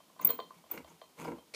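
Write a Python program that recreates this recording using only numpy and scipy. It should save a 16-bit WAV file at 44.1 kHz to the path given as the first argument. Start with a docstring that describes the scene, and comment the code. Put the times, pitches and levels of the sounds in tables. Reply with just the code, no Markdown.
"""Small workshop: a hand reamer is turned in short strokes in a metal part held in a vise.
The flutes scrape and shed chips, which shake the clamp; the dragging tool groans and whistles.
Now and then an edge sticks and squeals very high. The loose sliding handle knocks in its
holder and rings. A harsher rasp starts at the end."""
import sys
import numpy as np
from scipy import signal
from scipy.fft import rfft, irfft
from scipy.io import wavfile
from scipy.ndimage import uniform_filter1d

SR = 44100
rng = np.random.default_rng(int(sys.argv[2]) if len(sys.argv) > 2 else 0)


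def persist_wave(psi):
    """Save psi, clipped to +-1, as 16-bit WAV."""
    counts = np.round(np.clip(psi, -1, 1) * 32767).astype(np.int16)
    wavfile.write(sys.argv[1], SR, np.atleast_2d(counts).T)


N = 68355
T = np.arange(N) / SR
DULL_CONTACT_HZ, SHARP_CONTACT_HZ = 1540, 3920


def from_db(db):
    """Decibels to gain."""
    return 10 ** (np.asarray(db) / 20)


def unit_rms(x):
    """Scale to unit power."""
    return x / np.sqrt(np.mean(x ** 2) + 1e-20)


def lowpass(x, hz):
    """Two-pole low-pass."""
    return signal.sosfilt(signal.butter(2, hz, fs=SR, output="sos"), x)


def drift(rate_hz):
    """Smooth random wobble, unit power."""
    return unit_rms(lowpass(rng.standard_normal(N), rate_hz))


def colour(x, spectrum):
    """Apply a (frequency [Hz], gain [dB]) curve; unit power."""
    hz, db = np.transpose(spectrum)
    bins_hz = np.maximum(np.fft.rfftfreq(2 * N, 1 / SR), 1)
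    gain = from_db(np.interp(np.log(bins_hz), np.log(hz), db))
    return unit_rms(irfft(rfft(x, 2 * N) * gain)[:N])


def grains(per_s, spread_db):
    """Random clicks of uneven size."""
    sizes = from_db(spread_db * np.minimum(rng.exponential(1, N), 4))
    return sizes * rng.choice([-1, 1], N) * (rng.random(N) < per_s / SR)


def blows(times_s, levels_db, contact_hz):
    """One low-passed click per contact."""
    clicks = np.zeros(N)
    np.add.at(clicks, (times_s * SR).astype(int), from_db(levels_db))
    return lowpass(clicks + 1e-18, contact_hz)


def resonate(drive, modes):
    """Decaying modes in parallel, alternating in sign."""
    out = np.zeros(N)
    for k, (hz, db, t60_s) in enumerate(modes):
        radius = from_db(-60 / (t60_s * SR))
        feedback = [1, -2 * radius * np.cos(2 * np.pi * hz / SR), radius ** 2]
        out += (-1) ** k * from_db(db) * signal.lfilter([.5, 0, -.5], feedback, drive + 1e-18)
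    return out


def envelope(time_s, hold_s, rise_s, decay_s):
    """Smooth rise ending at time_s, hold, exponential fall."""
    rise = np.clip((T - time_s) / rise_s + 1, 0, 1)
    fall = np.exp(-np.maximum(T - time_s - hold_s, 0) / decay_s)
    return np.sin(rise * np.pi / 2) ** 2 * fall


def bursts(times_s, levels_db, spectrum, decay_s, rise_s=0.0011):
    """Short bursts of coloured noise."""
    level = sum(from_db(db) * envelope(time_s + rise_s / 2, 0, rise_s, decay_s)
                for time_s, db in zip(times_s, levels_db))
    return level * colour(rng.standard_normal(N), spectrum)


# cutting-edge load: (time [s], level [dB])
EDGE_LOAD = [(0, -96), (.18, -70), (.225, -53.5), (.285, -45.5), (.33, -55.5), (.45, -65), (.52, -67),
             (.58, -75), (.63, -104), (.685, -82), (.735, -49), (.80, -55), (.86, -71), (.91, -58),
             (.95, -79), (.985, -80), (1.15, -86), (1.195, -49.5), (1.25, -46.5), (1.29, -44.5),
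             (1.345, -47), (1.375, -56.5), (1.46, -74.5), (1.55, -77)]
# vise and part modes: (frequency [Hz], gain [dB], t60 [s])
VISE_MODES = [(75, -20.5, 0.1), (165.5, -6, 0.11), (248.6, -4, 0.11), (294.7, -5, 0.12), (337.3, -5, 0.16),
              (401, -4.5, 0.063), (468, -1.5, 0.087), (545, -3, 0.045)]
PART_MODES = [(624, -7, 0.042), (824, -5.5, 0.045), (941, -1.5, 0.046), (1049, -4, 0.017),
              (1388, -10.5, 0.053), (1630, -12.5, 0.033)]


def chatter():
    """Uneven slips of the loaded edges shake vise and part."""
    slips = lowpass(grains(per_s=600, spread_db=4), DULL_CONTACT_HZ)
    shake = resonate(slips, VISE_MODES) + from_db(-0.5) * resonate(slips, PART_MODES)
    shake /= np.sqrt(uniform_filter1d(shake ** 2, size=2205) + 1e-9)  # unit power over 50 ms
    load_db = np.interp(T, *np.transpose(EDGE_LOAD))
    return from_db(load_db) * shake


# reamer strokes: (time [s], hold [s], level [dB])
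STROKES = [(0.227, 0.088, -52.5), (0.548, 0.033, -67.5), (0.719, 0.035, -54), (0.888, 0.013, -63),
           (1.199, 0.058, -52.5), (1.244, 0.13, -70)]
# flute friction: (frequency [Hz], gain [dB])
SCRAPE_SPECTRUM = [(60, -27), (300, -4), (700, 5.5), (1200, 6.5), (1750, -7), (2200, 3.5), (3600, -8.5),
                   (5500, -13.5), (6700, -7.5), (8200, -11), (12000, -12), (16000, -16.5)]


def scrape():
    """Flutes slide over the metal with a grainy, catching rasp."""
    level = sum(from_db(db) * envelope(time_s, hold_s, rise_s=0.038, decay_s=0.033)
                for time_s, hold_s, db in STROKES)
    catches = from_db(2 * drift(rate_hz=69.4))
    return level * catches * colour(grains(per_s=3500, spread_db=3.5), SCRAPE_SPECTRUM)


# harsh rasp: (frequency [Hz], gain [dB])
BITE_SPECTRUM = [(150, -23), (500, 4), (800, -1), (1600, -9.5), (2000, -0.5), (2300, 7), (3200, -7),
                 (4300, 1), (5200, -2.5), (6200, -8), (10000, -11.5), (15000, -31)]


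def bite():
    """The edges dig in with a brighter, harsher rasp."""
    level = from_db(-40.5) * envelope(time_s=1.543, hold_s=1, rise_s=0.0078, decay_s=1)
    return level * colour(grains(per_s=3500, spread_db=3.5), BITE_SPECTRUM)


# chip breaks: (time [s], thud [dB], clink [dB], crack [dB])
CHIPS = [(.7412, -45, -46.5, -49.5), (.776, -44, -63, -36.5), (1.2476, -45, -40.5, -49),
         (1.2540, -49, -34.5, -57), (1.2795, -32.5, -39, -44), (1.2860, -38, -39.5, -56),
         (1.318, -41.5, -40, -48.5)]
# fracture noise: (frequency [Hz], gain [dB])
CRACK_SPECTRUM = [(300, -17), (1400, 5), (1800, -0.5), (2250, 3.5), (2850, -4), (3400, -12), (4300, -7.5),
                  (6000, -14.5), (15000, -31)]
# modes of the chip and of the part in padded jaws: (frequency [Hz], gain [dB], t60 [s])
SNAP_MODES = [(2075, -3.5, 0.029), (2277, -3, 0.027), (2810, -7.5, 0.042)]
THUD_MODES = [(402, 2, 0.018)]


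def chips():
    """Each chip cracks off, rings the part and jolts the vise."""
    times_s, thud_db, clink_db, crack_db = np.transpose(CHIPS)
    crack = bursts(times_s, crack_db - 8, CRACK_SPECTRUM, decay_s=0.0057)
    snap = resonate(blows(times_s, crack_db - 0.5, SHARP_CONTACT_HZ), SNAP_MODES)
    jolt = blows(times_s, thud_db, DULL_CONTACT_HZ)
    thud = resonate(jolt, THUD_MODES) + from_db(-3) * resonate(jolt, VISE_MODES)
    clink = resonate(blows(times_s, clink_db, DULL_CONTACT_HZ), PART_MODES)
    return crack + snap + thud + clink


# sticking edge: (time [s], hold [s], pitch [Hz], level [dB])
SQUEALS = [(0.214, .002, 14900, -38.5), (0.2498, 0.0052, 14480, -13), (.261, 0.0025, 15050, -30),
           (.272, 0.0028, 15120, -18.5), (0.304, 0.0038, 15140, -21), (0.7145, 0.0013, 14580, -26.5),
           (.720, .001, 14480, -37)]


def squeals(wander_hz=110, flutter_hz=454):
    """Stick-slip drives a very high, unsteady tool mode for milliseconds."""
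    out = np.zeros(N)
    for time_s, hold_s, hz, db in SQUEALS:
        pitch_hz = hz + wander_hz * drift(flutter_hz)
        level = from_db(db) * envelope(time_s, hold_s, rise_s=0.0035, decay_s=0.003)
        roughness = 1 + 0.16 * drift(flutter_hz)
        out += level * roughness * np.sin(2 * np.pi * np.cumsum(pitch_hz) / SR)
    return out


# handle impacts: (time [s], thump [dB], clack [dB], ring [dB], jangle [dB])
KNOCKS = [(.002, -54.5, -55.5, -65.5, -74), (.098, -63, -58.5, -79, -82), (.162, -54.5, -56, -66, -79),
          (.192, -64, -48.5, -67, -60), (0.196, -47.5, -37.5, -75, -57), (.290, -39, -47, -42.5, -41.5),
          (.301, -37.5, -35, -48, -47), (0.3893, -36.5, -33, -63, -50.5), (.401, -38, -41.5, -50, -49),
          (0.506, -54.5, -43, -80, -74), (.639, -54.5, -57.5, -67, -72), (.662, -57.5, -65, -83, -72),
          (.845, -48, -54, -62.5, -61), (1.015, -43.5, -50, -56.5, -56), (1.038, -58, -58.5, -68, -64),
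          (1.382, -50, -53, -59.5, -68)]
# holder (thump, clack), clamp and bar (ring, jangle) modes: (frequency [Hz], gain [dB], t60 [s])
THUMP_MODES = [(543, -2, 0.021), (654.6, 0.5, 0.046), (757, -2, 0.016)]
CLACK_MODES = [(905, -9, 0.026), (1044.5, 2.5, 0.04), (1166, -3, 0.058), (1483, -9, 0.025),
               (1950, -21, 0.044)]
CLAMP_MODES = [(350, -9.5, 0.033), (467, 1, 0.098)]
RING_MODES = [(3147, 0, 0.16)]
JANGLE_MODES = [(2002, -5.5, 0.038), (3670, -4, 0.042), (4171, -7, 0.17), (4550, -2, 0.04),
                (6800, -11, 0.14)]
# contact noise: (frequency [Hz], gain [dB])
TICK_SPECTRUM = [(300, -8), (1900, 2), (2800, 2), (4300, 0), (6000, -21), (14000, -19)]


def handle():
    """The loose steel bar strikes its holder; returns the knock and the bar's wavering ring."""
    times_s, thump_db, clack_db, ring_db, jangle_db = np.transpose(KNOCKS)
    clamp_db = -36 + 2.8 * (thump_db - thump_db.max())  # only hard knocks reach the clamp
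    thump = resonate(blows(times_s, thump_db, DULL_CONTACT_HZ), THUMP_MODES)
    clack = resonate(blows(times_s, clack_db, DULL_CONTACT_HZ), CLACK_MODES)
    clamp = resonate(blows(times_s, clamp_db, DULL_CONTACT_HZ), CLAMP_MODES)
    tick = bursts(times_s, jangle_db - 3, TICK_SPECTRUM, decay_s=0.0032)
    ring = resonate(blows(times_s, ring_db, SHARP_CONTACT_HZ), RING_MODES)
    jangle = resonate(blows(times_s, jangle_db, SHARP_CONTACT_HZ), JANGLE_MODES)
    waver = from_db(3 * drift(rate_hz=35.6))
    return thump + clack + clamp + tick, (ring + jangle) * waver


# clamp groans: (time [s], hold [s], centre pitch [Hz], level [dB])
GROANS = [(0.242, .045, 172, -48), (.34, 0.021, 245, -55.5), (.465, 0.022, 175, -63.5),
          (.575, .025, 175, -62.5), (.803, .018, 262, -50.5), (.83, .035, 78, -66),
          (0.924, .03, 172, -59.5), (1.205, .045, 166, -49.5), (1.295, .05, 295, -51)]


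def groans(sag_per_s=1.2):
    """Slow stick-slip of the dragging tool: low clamp tones that sag in pitch."""
    out = np.zeros(N)
    for time_s, hold_s, hz, db in GROANS:
        sag = np.exp(-sag_per_s * (T - time_s - hold_s / 2))
        pitch_hz = hz * sag * (1 + 0.0395 * drift(rate_hz=59.3))
        phase = 2 * np.pi * np.cumsum(pitch_hz) / SR
        tone = np.sin(phase) + from_db(-14) * np.sin(2 * phase)
        level = from_db(db) * envelope(time_s, hold_s, rise_s=0.018, decay_s=0.0075)
        roughness = 1 + 0.25 * drift(rate_hz=44)
        out += level * roughness * tone
    return out


# rough whistles: (time [s], hold [s], pitch [Hz], level [dB])
WHISTLES = [(0.221, 0.055, 2070, -60), (0.223, 0.0091, 6500, -56), (0.252, 0.0057, 4830, -62),
            (.892, 0.012, 6600, -67), (1.211, 0.009, 6540, -62.5), (1.25, 0.0052, 5050, -59)]


def whistles(q=12):
    """Friction noise briefly catches in one narrow resonance."""
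    out = np.zeros(N)
    for time_s, hold_s, hz, db in WHISTLES:
        band = signal.butter(2, [hz * (1 - .5 / q), hz * (1 + .5 / q)], "band", fs=SR, output="sos")
        level = from_db(db) * envelope(time_s, hold_s, rise_s=0.0035, decay_s=0.0042)
        out += level * unit_rms(signal.sosfilt(band, rng.standard_normal(N)))
    return out


def room(x, wet_db, t60_s, delay_s=0.0043):
    """Direct sound plus the workshop's diffuse tail."""
    tail = rng.standard_normal(N) * from_db(-60 * T / t60_s) * (T > delay_s)
    tail /= np.sqrt(np.sum(tail ** 2))
    return x + from_db(wet_db) * signal.fftconvolve(x, tail)[:N]


# background noise: (frequency [Hz], gain [dB])
FLOOR_SPECTRUM = [(25, -46), (55, -28), (78, 0.5), (105, -9.5), (170, 5), (500, 0), (1050, -1), (1600, -9),
                  (3000, -6.5), (6000, -9.5), (15000, -13)]


def noise_floor():
    """Faint, steady rumble and hiss."""
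    return from_db(-65) * colour(rng.standard_normal(N), FLOOR_SPECTRUM)


def scene():
    """Tool and vise in the room over the noise floor; mono."""
    cutting = chatter() + scrape() + groans() + whistles() + bite() + chips()
    knock, bar_ring = handle()
    work = room(cutting + knock, wet_db=-9, t60_s=0.21)
    squeal = room(squeals(), wet_db=-11.5, t60_s=0.21)
    ring = room(bar_ring, wet_db=-9, t60_s=0.4)
    return (work + squeal + ring + noise_floor())[None]


def record(dry):
    """Steep low-pass at 15350 Hz."""
    return signal.sosfilt(signal.ellip(10, .2, 70, 15350, fs=SR, output="sos"), dry)


dry = scene()
out = record(dry)
persist_wave(out)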